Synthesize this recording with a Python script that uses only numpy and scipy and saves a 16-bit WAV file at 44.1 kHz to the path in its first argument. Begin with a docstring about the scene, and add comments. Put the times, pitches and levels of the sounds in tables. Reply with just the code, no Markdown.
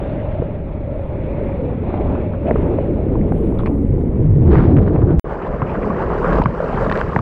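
"""In the surf, heard from inside a waterproof housing: a surfer rides a breaking wave and falls. Wind buffets
the housing and makes it hum, the board throws a muffled wash, and drops slap and tick. The wave closes
overhead; big air pockets boom in a rumbling, crackling churn of bubbles. After a brief silence the scene
changes: the housing floats beside the knocking board in sloshing, gurgling foam."""
import sys
import numpy as np
from scipy import signal
from scipy.fft import rfft, irfft, next_fast_len
from scipy.io import wavfile
from scipy.ndimage import uniform_filter1d, minimum_filter1d, map_coordinates

SR = 44100
rng = np.random.default_rng(int(sys.argv[2]) if len(sys.argv) > 2 else 0)


def file_out(sig):
    """Save sig as 16-bit WAV at sys.argv[1]."""
    # one column per channel
    cols = np.atleast_2d(sig).T
    # limit, then scale
    lim = np.clip(cols, -1, 1)
    pcm = np.round(lim * 32767).astype(np.int16)
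    wavfile.write(sys.argv[1], SR, pcm)


N = 317961
TIME = np.arange(N) / SR
PLUNGE_S, SILENCE_S, AFLOAT_S = 4.525, 5.196, 5.244  # the wave closes; the sound drops out; the next scene begins


# strength of the breaking water round the board: (time [s], level [dB])
SURF_STRENGTH = [(0, 2.5), (.42, -0.5), (.65, -4.5), (1.1, -2.5), (1.42, 2.5), (1.8, -1), (1.95, 5),
                 (2.12, 3.5), (2.4, -2), (2.49, 4.5), (2.85, 2.5), (3.05, 1), (3.64, 1), (3.75, -3.5),
                 (4.36, -1.5), (4.5, 2.5)]
# how deep the housing sits in the white water: (time [s], depth [0-1])
IMMERSION = [(0, 0.06), (1.4, 0.29), (2.8, 0.53), (3.1, 0.86), (3.9, 1)]
def riding(base_db, surf_share, sunk_db):
    """A layer's gain on the ride: it swells with the surf and shifts by sunk_db at full depth."""
    surf_db, depth = curves(SURF_STRENGTH)[0], curves(IMMERSION)[0]
    return amp(base_db + surf_share * surf_db + sunk_db * depth)


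# muffled body of the wash: (frequency [Hz], level [dB])
WASH_EQ = [(70, -28.5), (150, -8), (220, -2.5), (340, -3), (450, -4), (540, -13.5), (700, -21),
           (1200, -45.5), (3000, -82.5)]
def board_wash():
    """The board throws a bubbling wash that grows as the housing sinks into it."""
    swarm = bubbles(WASH_EQ, per_s=300, hz=295.9, cycles=10.08, spread_db=3.5, noise_db=-1.5)
    return riding(-30, surf_share=0.843, sunk_db=9.85) * flutter(depth_db=1.74) * swarm


# midrange roar of the lip: (frequency [Hz], level [dB])
LIP_EQ = [(400, -10.5), (600, 3.5), (720, 1), (880, -1.5), (1000, -6), (1200, -12.5), (2000, -40),
          (4000, -66)]
# hiss of the foam: (frequency [Hz], level [dB])
HISS_EQ = [(700, -17.5), (1350, -0.5), (1650, -4.5), (2250, -5), (2800, -12), (3100, -16.5), (3500, -16.5),
           (3950, -25), (4400, -29.5), (5200, -48.5), (15000, -53.5)]
def breaking_wave():
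    """The lip breaks and its foam hisses; depth smothers the hiss."""
    lip = flutter(depth_db=1.76) * patchy(turbulence(LIP_EQ, lumps_db=1.1, per_s=94), depth_db=1.5)
    hiss = patchy(turbulence(HISS_EQ, lumps_db=1.0, per_s=83), depth_db=1.53)
    hiss *= flutter(depth_db=0.5, per_s=28)
    return (riding(-37.5, surf_share=1.15, sunk_db=-0.6) * lip
            + riding(-47, surf_share=0.94, sunk_db=-6) * hiss)


# low end of the shifting pressure: (frequency [Hz], level [dB])
RUMBLE_EQ = [(12, -22), (30, -4.5), (75, 0), (150, -4), (210, -18), (500, -57.5)]
# body of the large bubbles: (frequency [Hz], level [dB])
CHURN_EQ = [(90, -21), (170, 3.5), (250, -4), (340, -1), (480, -7), (650, -13.5), (1000, -25),
            (2500, -81.5)]
# dulled top of the small bubbles: (frequency [Hz], level [dB])
DEEP_FIZZ_EQ = [(400, -10), (750, -1.5), (1100, -7), (1700, -13.5), (2500, -22), (3500, -30), (5000, -39.5),
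                (6200, -59.5), (12000, -75.5)]
def underwater():
    """White water tumbles the housing: pressure rumbles, large bubbles churn, small ones fizz."""
    rumble = flutter(depth_db=1.5) * turbulence(RUMBLE_EQ, lumps_db=5.0, per_s=27)
    rumble *= plunge(-15, boost_db=3.5, rise_s=1, settle_s=0.1)
    churn = bubbles(CHURN_EQ, per_s=220, hz=311.4, cycles=8.2, spread_db=4.0, noise_db=0.5)
    churn *= plunge(-20, boost_db=7, rise_s=7.5, settle_s=0.36)
    fizz = plunge(-40.5, boost_db=15.5, rise_s=1, settle_s=0.15) * flutter(depth_db=2.0, per_s=62)
    fizz *= bubbles(DEEP_FIZZ_EQ, per_s=420, hz=1294, cycles=2.2, spread_db=3.0, noise_db=-1.5)
    arriving = amp(-69 * np.maximum(4.555 - TIME, 0))  # small bubbles reach the housing
    clearing = amp(-135 * np.maximum(TIME - 5.136, 0))  # the bubbles clear away
    return rumble + clearing * (churn + arriving * fizz)


def plunge(base_db, boost_db, rise_s, settle_s):
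    """The gain of a layer that peaks as the wave closes, then settles."""
    before, after = np.minimum(TIME - PLUNGE_S, 0), np.maximum(TIME - PLUNGE_S, 0)
    return amp(base_db + boost_db / (1 + (before / rise_s) ** 2 + (after / settle_s) ** 2))


# booms of trapped air: (time [s], level [dB], mid pitch [Hz], length [s], glide [octaves])
AIR_POCKETS = [(3.16, -15.5, 212.6, 0.12, .1), (3.662, -18, 291, 0.13, -0.23),
               (4.162, -8, 112.7, 0.082, -0.78), (4.195, -8.5, 149.7, 0.13, 0.39),
               (4.257, -6.5, 101.2, 0.118, -0.61), (4.31, -9, 147.8, 0.11, 0.42),
               (4.36, -6.5, 122.6, 0.103, -0.34), (4.39, -8.5, 82.4, 0.13, -0.43),
               (4.445, -9.5, 148.2, 0.073, -0.034), (4.466, -11, 339.4, 0.099, -.25),
               (4.493, -5.5, 68, 0.079, -0.076), (4.545, -6, 134, 0.0657, -0.37),
               (4.642, -11, 101.6, 0.11, 0.84), (4.703, -7, 83.4, 0.082, 0.48),
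               (4.743, -5.5, 119.3, 0.088, -1.7), (4.841, -19, 306.6, 0.154, 0.28),
               (4.955, -14.5, 111, 0.055, -0.94), (5.009, -8, 101, 0.088, -0.45),
               (5.09, -11, 160, 0.093, 0.24), (5.135, -13, 76.2, 0.072, -.8)]
def air_pockets():
    """Big air pockets swell and boom, gliding in pitch as they stretch or shrink."""
    track = np.zeros(N)
    for s, db, hz, length, glide in AIR_POCKETS:
        life = np.arange(int(length * SR)) / SR / length
        phase = 2 * np.pi * np.cumsum(hz * 2 ** (glide * (life - .5))) / SR
        add(track, s, amp(db) * np.sin(np.pi * life) ** 2 * np.sin(phase))
    return track


# weight of the slosh: (frequency [Hz], level [dB])
SLOSH_EQ = [(12, -26.5), (35, 6.5), (100, -2), (180, 0.5), (280, -7.5), (400, -21), (900, -62.5)]
# throat of the gurgle: (frequency [Hz], level [dB])
GURGLE_EQ = [(180, -35), (340, 0), (420, 3), (550, 1.5), (680, -2), (900, -25.5), (2000, -44)]
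# mids of the froth: (frequency [Hz], level [dB])
FROTH_EQ = [(450, -17), (780, -3.5), (1000, -2.5), (1300, -6), (1750, -10.5), (2200, -17), (3000, -25),
            (5000, -63.5)]
# sparkle of the finest bubbles: (frequency [Hz], level [dB])
FIZZ_EQ = [(1500, -27), (2800, 0.5), (3700, -5), (4800, -5.5), (6200, -12), (7700, -12), (9700, -21.5),
           (11000, -43), (15000, -62.5)]
# surges at the surface: (crest time [s], build [s], slosh [dB], gurgle [dB], foam [dB])
SURGES = [(5.25, 0.119, -24, -26.5, -35.5), (5.33, 0.077, -29, -26, -29), (5.47, 0.2, -28.5, -26, -30),
          (5.55, 0.15, -28.5, -24.5, -31.5), (5.76, 0.33, -21, -28, -30), (5.88, 0.142, -20.5, -22, -28),
          (6.02, 0.138, -28, -22, -26), (6.38, 0.29, -15.5, -19, -22.5), (6.84, 0.35, -20.5, -24, -25),
          (7.0, 0.29, -22.5, -23.5, -25), (7.159, 0.27, -22.5, -26, -29)]
def afloat():
    """Broken water surges round the floating housing, the heavy slosh lagging behind the foam."""
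    slosh_db, gurgle_db, foam_db = np.transpose(SURGES)[2:]
    slosh = surging(slosh_db, build_db=5.5, collapse_db_per_s=77, lag_s=0.04)
    slosh *= flutter(depth_db=2.0) * turbulence(SLOSH_EQ, lumps_db=2.5, per_s=42)
    gurgle = surging(gurgle_db, build_db=3.5)
    gurgle *= bubbles(GURGLE_EQ, per_s=450, hz=500.3, cycles=12.5, spread_db=3, noise_db=-3.0)
    froth = bubbles(FROTH_EQ, per_s=800, hz=1192, cycles=16.4, spread_db=3.0, noise_db=-6.0)
    fizz = bubbles(FIZZ_EQ, per_s=1200, hz=4110, cycles=9.5, spread_db=3.5, noise_db=-1.5)
    fizz *= amp(-32 + 3 * (TIME - AFLOAT_S))  # thickens as the foam breaks up
    foam = surging(foam_db, build_db=7.5) * (froth + fizz)
    return slosh + gurgle + patchy(foam, depth_db=1.27)


def surging(crests_db, build_db, collapse_db_per_s=134.5, lag_s=0):
    """The gain of a layer that builds steadily to the crest of each surge, then collapses."""
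    levels = []
    for (s, build_s, *_), db in zip(SURGES, crests_db):
        age = TIME - s - lag_s
        levels.append(db - np.maximum(-build_db * age / build_s, collapse_db_per_s * age))
    return amp(np.max(levels, axis=0))


# wet slaps: (time [s], level [dB], cavity pitch [Hz], 60 dB decay [s])
WATER_SLAPS = [(.4205, -3, 438, 0.023), (.994, -14, 586, 0.019), (1.412, -9.5, 537, 0.024),
               (1.94, -10.5, 740, 0.02), (2.484, -11.5, 658, 0.025), (2.509, -6.5, 786, 0.0078),
               (2.5095, -9.5, 1770, 0.006), (2.511, 2.5, 398, 0.0182), (2.556, -3, 404, 0.031),
               (2.5595, -11, 1070, 0.0095), (2.742, -16.5, 690, 0.0125), (2.786, -1, 548, 0.019),
               (2.7885, -19, 1392, 0.0044), (2.99, -10.5, 558, 0.024), (3.154, -15.5, 937, 0.015),
               (3.2125, -24.5, 1922, .005), (3.321, -4, 687, 0.011), (3.3225, -17, 1340, 0.0038),
               (3.523, -16, 811, 0.0085), (3.6342, -18.5, 990, 0.017), (3.6605, -14.5, 1080, 0.01),
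               (3.673, -19.5, 1000, .024), (4.554, -9, 970, .013), (4.96, -11.5, 790, 0.014),
               (5.308, -17, 845, 0.035), (5.619, -3, 976, 0.0131), (5.627, -10.5, 1196, 0.013),
               (5.903, -13, 1080, 0.051), (6.229, -13.5, 1330, 0.0099), (6.244, -8, 1110, .014),
               (6.33, -5, 1005, 0.014), (6.361, -10, 883, 0.011), (6.396, -12, 970, 0.0134),
               (6.418, 0.5, 880, 0.016), (6.458, 0.5, 1033, 0.014), (6.603, -1.5, 558, 0.017),
               (6.8635, -1.5, 577, 0.015), (6.865, -7.5, 1246, 0.008), (6.9145, 2.5, 1110, 0.0046),
               (7.014, 5, 1340, 0.0037), (7.1618, 1, 1630, 0.0051), (7.1632, -1, 840, 0.015),
               (7.19, -4, 1092, 0.013)]
def water_slaps():
    """Water slaps the housing and traps air that rings upward."""
    return hits(WATER_SLAPS, splat_db=-19, rise=0.15, attack_cycles=0.57, muffle_hz=2620)


# dull thuds: (time [s], level [dB], pitch [Hz], 60 dB decay [s])
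BOARD_KNOCKS = [(.396, -3.5, 96, 0.0302), (5.623, -1.5, 135, 0.028), (6.398, -3.5, 240, 0.023),
                (6.458, -4, 147.5, 0.044), (7.163, -2.5, 150, 0.037), (7.195, -10, 119, 0.054)]
def board_knocks():
    """The board bumps the housing with a low, fast-edged knock."""
    return hits(BOARD_KNOCKS, splat_db=-5, rise=.03, attack_cycles=0.18, muffle_hz=690)


# hollow gulps: (time [s], level [dB], pitch [Hz], length [s])
GULPS = [(1.36, -27, 195, 0.146), (1.38, -25, 344, 0.13), (1.867, -28.5, 588, 0.22),
         (2.435, -20, 560, 0.11), (2.571, -26.5, 390, 0.32), (2.711, -21.5, 309.4, 0.097),
         (3.329, -21.5, 389, 0.22), (3.685, -18.5, 240, 0.24), (4.494, -13.5, 374, 0.085),
         (4.665, -13, 250, 0.15), (5.068, -18.5, 334, 0.081), (5.627, -34, 467, 0.055),
         (6.582, -22.5, 489, 0.128), (6.773, -22, 510, 0.11), (6.939, -22.5, 523, 0.079)]
def gulps(width=0.23):
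    """Water wells against the housing; each gulp is a brief swell of one hollow resonance."""
    track, t = np.zeros(N), np.arange(SR // 2) / SR
    for s, db, hz, length in GULPS:
        hollow = steady(bandpass(rng.standard_normal(len(t)), hz, width))
        swell = np.sin(np.pi * np.minimum(t / length, 1)) ** 2
        add(track, s, amp(db) * swell * hollow)
    return track


# bass of the wind: (frequency [Hz], level [dB])
WIND_EQ = [(12, -8.5), (28, -6.5), (55, -2.5), (110, -5), (170, -9.5), (260, -21.5), (600, -68.5)]
# gusts: (time [s], boost [dB])
GUSTS = [(.3, 3), (2.08, 5), (2.6, 5.5), (3.199, 3.5), (3.92, 5.5)]
def wind(gust_half_width_s=0.05):
    """Eddies of wind buffet the housing, punching up in short gusts."""
    gust_db = sum(db * np.exp(-((TIME - s) / gust_half_width_s) ** 2) for s, db in GUSTS)
    buffet = turbulence(WIND_EQ, lumps_db=2.5, per_s=13)
    return riding(-24.5, surf_share=0.15, sunk_db=6.65) * amp(gust_db) * buffet


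# the housing's hollow note: (time [s], level [dB], pitch [Hz])
HOUSING_NOTE = [(0, -29.5, 569.7), (.38, -29, 594), (.68, -37.5, 575), (.85, -34.5, 562), (.88, -28, 558),
                (.99, -29, 579.5), (1.06, -32.5, 569.5), (1.55, -28.5, 546), (1.63, -24, 490),
                (1.78, -35.5, 520), (1.98, -31, 574.8), (2.9, -30.5, 560), (4.2, -38.5, 510)]
def housing_hum():
    """The housing's resonance swells as water passes and sags under its load."""
    db, hz = curves(HOUSING_NOTE)
    return amp(db) * cavity(hz, width_hz=58)


# bright plinks: (time [s], level [dB], pitch [Hz], 60 dB decay [s])
DROPLETS = [(3.5888, -29.5, 3430, 0.0072), (3.6597, -15, 2000, 0.0073), (3.66, -49, 4130, 0.053),
            (6.4373, -22, 2750, 0.0048), (6.44, -32, 4730, 0.0072), (6.458, -18.5, 2190, 0.0094),
            (6.8972, -12, 1700, 0.013), (6.9148, -16.5, 2370, 0.0056), (6.9235, -8, 1750, 0.011),
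            (6.992, -22, 2170, 0.0073), (7.011, -17.5, 2920, 0.0047)]
def droplets():
    """Droplets and single bursting bubbles ring with a small upward chirp."""
    return hits(DROPLETS, splat_db=-12.5, rise=0.095, attack_cycles=1.0, muffle_hz=4570)


# underwater crackles: (time [s], level [dB])
CRACKLES = [(4.479, -11), (4.537, -6), (4.551, -8), (4.605, 3), (4.7676, -3), (4.774, -5.5), (4.785, -5.5),
            (4.791, -6.5), (4.883, -9.5), (4.978, -14), (5.019, -13), (5.107, -7.5), (5.122, -11)]
def crackles(hz=1180, t60_s=0.002):
    """Dry clicks cut through the churn, each dying within a few cycles."""
    rows = [(s, db, hz, t60_s) for s, db in CRACKLES]
    return hits(rows, splat_db=-9.5, rise=.1, attack_cycles=0.63, muffle_hz=3300)


# ticks of hard drops: (time [s], level [dB])
DROP_TICKS = [(6.3321, -14), (6.421, -14), (6.4239, -19), (6.899, -24), (6.915, -16), (6.923, -16),
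              (6.956, -15), (6.9754, -10), (6.9925, -25), (7.0135, -21), (7.1625, -25), (7.1903, -18)]
def drop_ticks(hz=1700, t60_s=0.0014, muffle_hz=5200):
    """A hard drop strikes the housing and rings it for only a cycle or two."""
    track, t = np.zeros(N), np.arange(SR // 50) / SR
    for s, db in DROP_TICKS:
        add(track, s, amp(db - 60 * t / t60_s) * np.sin(2 * np.pi * hz * t))
    return signal.sosfilt(signal.butter(4, muffle_hz, fs=SR, output="sos"), track)


# showers of spray and bubbles: (time [s], level [dB], band centre [Hz], length [s])
SPATTERS = [(1.898, -40, 850, 0.046), (2.15, -32, 950, 0.015), (2.333, -38, 1100, 0.027),
            (2.466, -41, 2000, 0.034), (2.476, -31, 620, 0.06), (2.577, -41, 950, 0.038),
            (3.589, -31, 950, 0.028), (3.597, -49, 2600, 0.019), (3.658, -37.5, 1900, 0.028),
            (4.549, -28, 1410, 0.058), (4.578, -29.5, 1150, 0.055), (4.76, -40.5, 1000, 0.029),
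            (4.874, -35.5, 1200, 0.018), (4.959, -39.5, 1500, 0.014), (5.015, -34, 1000, .035),
            (5.082, -37, 1150, 0.058), (5.418, -40.5, 1860, 0.025), (5.658, -41.5, 1800, 0.12),
            (5.743, -27.5, 1190, 0.026), (5.82, -37.5, 1750, 0.031), (5.994, -33, 1150, .055),
            (6.1, -25, 920, .06), (6.24, -24, 1050, 0.11), (6.76, -28.5, 1250, 0.12),
            (6.951, -32, 1525, 0.0256)]
def spatters(width=0.44, crackle_db=8):
    """A shower hits the housing as a quick swell of tiny impacts of very uneven size."""
    track = np.zeros(N)
    for s, db, hz, length in SPATTERS:
        t = np.arange(int(length * SR)) / SR
        impacts = rng.standard_normal(len(t)) * amp(crackle_db * rng.standard_normal(len(t)))
        swell = np.sin(np.pi * np.sqrt(t / length))
        add(track, s, amp(db) * swell * unit(bandpass(impacts, hz, width)))
    return track


# ring of the microphone port: (time [s], level [dB], pitch [Hz])
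PORT_RING = [(.4, -60.5, 2730), (.7, -68, 2410), (1.3, -51.5, 2250), (1.7, -58.5, 2260), (2.2, -55.5, 2380),
             (2.9, -59, 2490), (3.05, -69.5, 2110), (4.4, -60, 1940)]
# sheets of spray thrown over the housing: (time [s], level [dB])
SPRAY_SHEETS = [(.1, -88.5), (.95, -78.5), (1.45, -78), (2.5, -72), (2.85, -78), (3.35, -67),
                (3.699, -70.5), (4.201, -76.5)]
# high resonances of the housing: (frequency [Hz], level [dB])
HOUSING_EQ = [(4500, -35), (6700, -12), (7800, -19), (8500, -11.5), (9000, 1.5), (9350, -12.5), (9750, 2.5),
              (10500, -17), (15500, -22)]
def spray(rise_db_per_s=130, drain_db_per_s=19.5, mist_db=-91.5):
    """Fine spray rings in the microphone port; each sheet adds a high sheen and drains off."""
    port_db, port_hz = curves(PORT_RING)
    port = amp(port_db) * cavity(port_hz, width_hz=320)
    power = amp(mist_db) ** 2
    for s, db in SPRAY_SHEETS:
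        fade_db = np.maximum(rise_db_per_s * (s - TIME), drain_db_per_s * (TIME - s))
        power = power + amp(db - fade_db) ** 2
    return port + np.sqrt(power) * turbulence(HOUSING_EQ, lumps_db=2.5, per_s=170)


def bubbles(eq, per_s, hz, cycles, spread_db, noise_db, rise=0.148):
    """A swarm of rising rings scattered round hz, each 40 dB down after cycles, on a bed of noise."""
    count = int(per_s * N / SR)
    start = rng.integers(0, N, (count, 1))
    pitch = hz * np.exp(rng.normal(0, .45, (count, 1)))
    size = amp(spread_db * np.minimum(rng.exponential(1, (count, 1)), 4))
    samples = np.arange(int(2 * cycles * SR / hz))
    turns = pitch * samples / SR
    age = np.minimum(turns / cycles, 2)
    envelope = size * amp(-40 * age) * (1 - np.exp(-3 * turns))
    rings = envelope * np.sin(2 * np.pi * turns * (1 + rise * age)) * rng.choice([-1, 1], (count, 1))
    swarm = np.bincount((start + samples).ravel(), rings.ravel(), N)[:N]
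    return steady(coloured(swarm, eq) + amp(noise_db) * coloured(rng.standard_normal(N), eq))


def hits(rows, splat_db, rise, attack_cycles, muffle_hz):
    """Each hit is a short noisy splat and a ring that bends upward, dulled by the housing."""
    track, t = np.zeros(N), np.arange(SR // 10) / SR
    for s, db, hz, t60 in rows:
        ring = np.sin(2 * np.pi * hz * t * (1 + rise * np.minimum(t / t60, 1)))
        splat = unit(bandpass(rng.standard_normal(len(t)), hz, width=1, order=2))
        envelope = amp(db - 60 * t / t60) * (1 - np.exp(-t * hz / attack_cycles))
        add(track, s, envelope * (ring + amp(splat_db) * splat))
    return signal.sosfilt(signal.butter(6, muffle_hz, fs=SR, output="sos"), track)


def turbulence(eq, lumps_db, per_s):
    """Noise that comes in eddies, about per_s a second."""
    return steady(coloured(rng.standard_normal(N) * flutter(lumps_db, per_s), eq))


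def cavity(hz, width_hz):
    """A resonance blown by noise, its pitch free to move."""
    drift = lambda: filtered(rng.standard_normal(N), lambda f: 1 / (1 + (f / width_hz) ** 4))
    phase = 2 * np.pi * np.cumsum(hz) / SR
    return steady(drift() * np.cos(phase) + drift() * np.sin(phase))


def flutter(depth_db, per_s=14):
    """The gain of a flow that wavers smoothly at random."""
    knots = rng.standard_normal(int(N * per_s / SR) + 4)
    return amp(depth_db * map_coordinates(knots, [TIME * per_s]))


def patchy(x, depth_db):
    """Shifting water tints the sound in patches about 600 Hz wide and 45 ms long."""
    spectra = signal.stft(x, nperseg=512, noverlap=384)[2]
    across_pitch = uniform_filter1d(rng.standard_normal(spectra.shape), 7, axis=0)
    patches = unit(uniform_filter1d(across_pitch, 16, axis=1))
    return signal.istft(spectra * amp(depth_db * patches), nperseg=512, noverlap=384)[1][:N]


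def amp(db):
    """Decibels to gain."""
    return 10 ** (np.asarray(db) / 20)


def unit(x):
    """Scale to rms 1."""
    return x / np.sqrt(np.mean(x ** 2) + 1e-20)


def steady(x):
    """Even out slow swells, so that the flow alone sets the level."""
    return x / np.sqrt(np.abs(uniform_filter1d(x ** 2, 2400)) + 1e-9)


def curves(rows):
    """One automation curve for each column after the time."""
    times, *columns = np.transpose(rows)
    return [np.interp(TIME, times, column) for column in columns]


def filtered(x, response):
    """Apply a gain that depends on frequency."""
    size = next_fast_len(N + SR // 2)
    return irfft(rfft(x, size) * response(np.fft.rfftfreq(size, 1 / SR)), size)[:N]


def coloured(x, eq):
    """Shape x with an EQ curve, at rms 1."""
    points_hz, db = np.transpose(eq)
    gain = lambda hz: amp(np.interp(np.log(hz + 1), np.log(points_hz), db, left=-120, right=-120))
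    return unit(filtered(x, gain))


def bandpass(x, hz, width, order=4):
    """Keep the band within a factor of 1 + width of hz."""
    edges = [hz / (1 + width), hz * (1 + width)]
    return signal.sosfilt(signal.butter(order, edges, "band", fs=SR, output="sos"), x)


def add(track, s, sound):
    """Mix a sound into the track at time s."""
    part = track[round(s * SR):][:len(sound)]
    part += sound[:len(part)]


def scene():
    """The ride crossfades into the plunge, then the scene changes to the housing afloat; close hits play over
    both."""
    ride = wind() + board_wash() + housing_hum() + breaking_wave() + spray()
    crossfade = np.clip((TIME - 4.44) / 0.13, 0, 1) * np.pi / 2
    fall = np.cos(crossfade) * ride + np.sin(crossfade) * underwater() + air_pockets()
    impacts = water_slaps() + board_knocks() + droplets() + crackles() + spatters() + drop_ticks()
    water = np.where(TIME < SILENCE_S, fall, afloat())
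    return (water + gulps() + impacts)[None]


def record(dry, ceiling=.92, smoothing=441, top_hz=15700):
    """A limiter eases the loudest peaks down; a brief mute comes before the floating; the top rolls off."""
    needed = ceiling / np.maximum(np.abs(dry[0]), ceiling)
    held = minimum_filter1d(needed, 2 * smoothing)
    gain = uniform_filter1d(uniform_filter1d(held, smoothing), smoothing)
    gate = uniform_filter1d(1. * ((TIME < SILENCE_S) | (TIME > AFLOAT_S)), size=16)
    return filtered(dry[0] * gain * gate, lambda hz: hz < top_hz)[None]


dry = scene()
out = record(dry)
file_out(out)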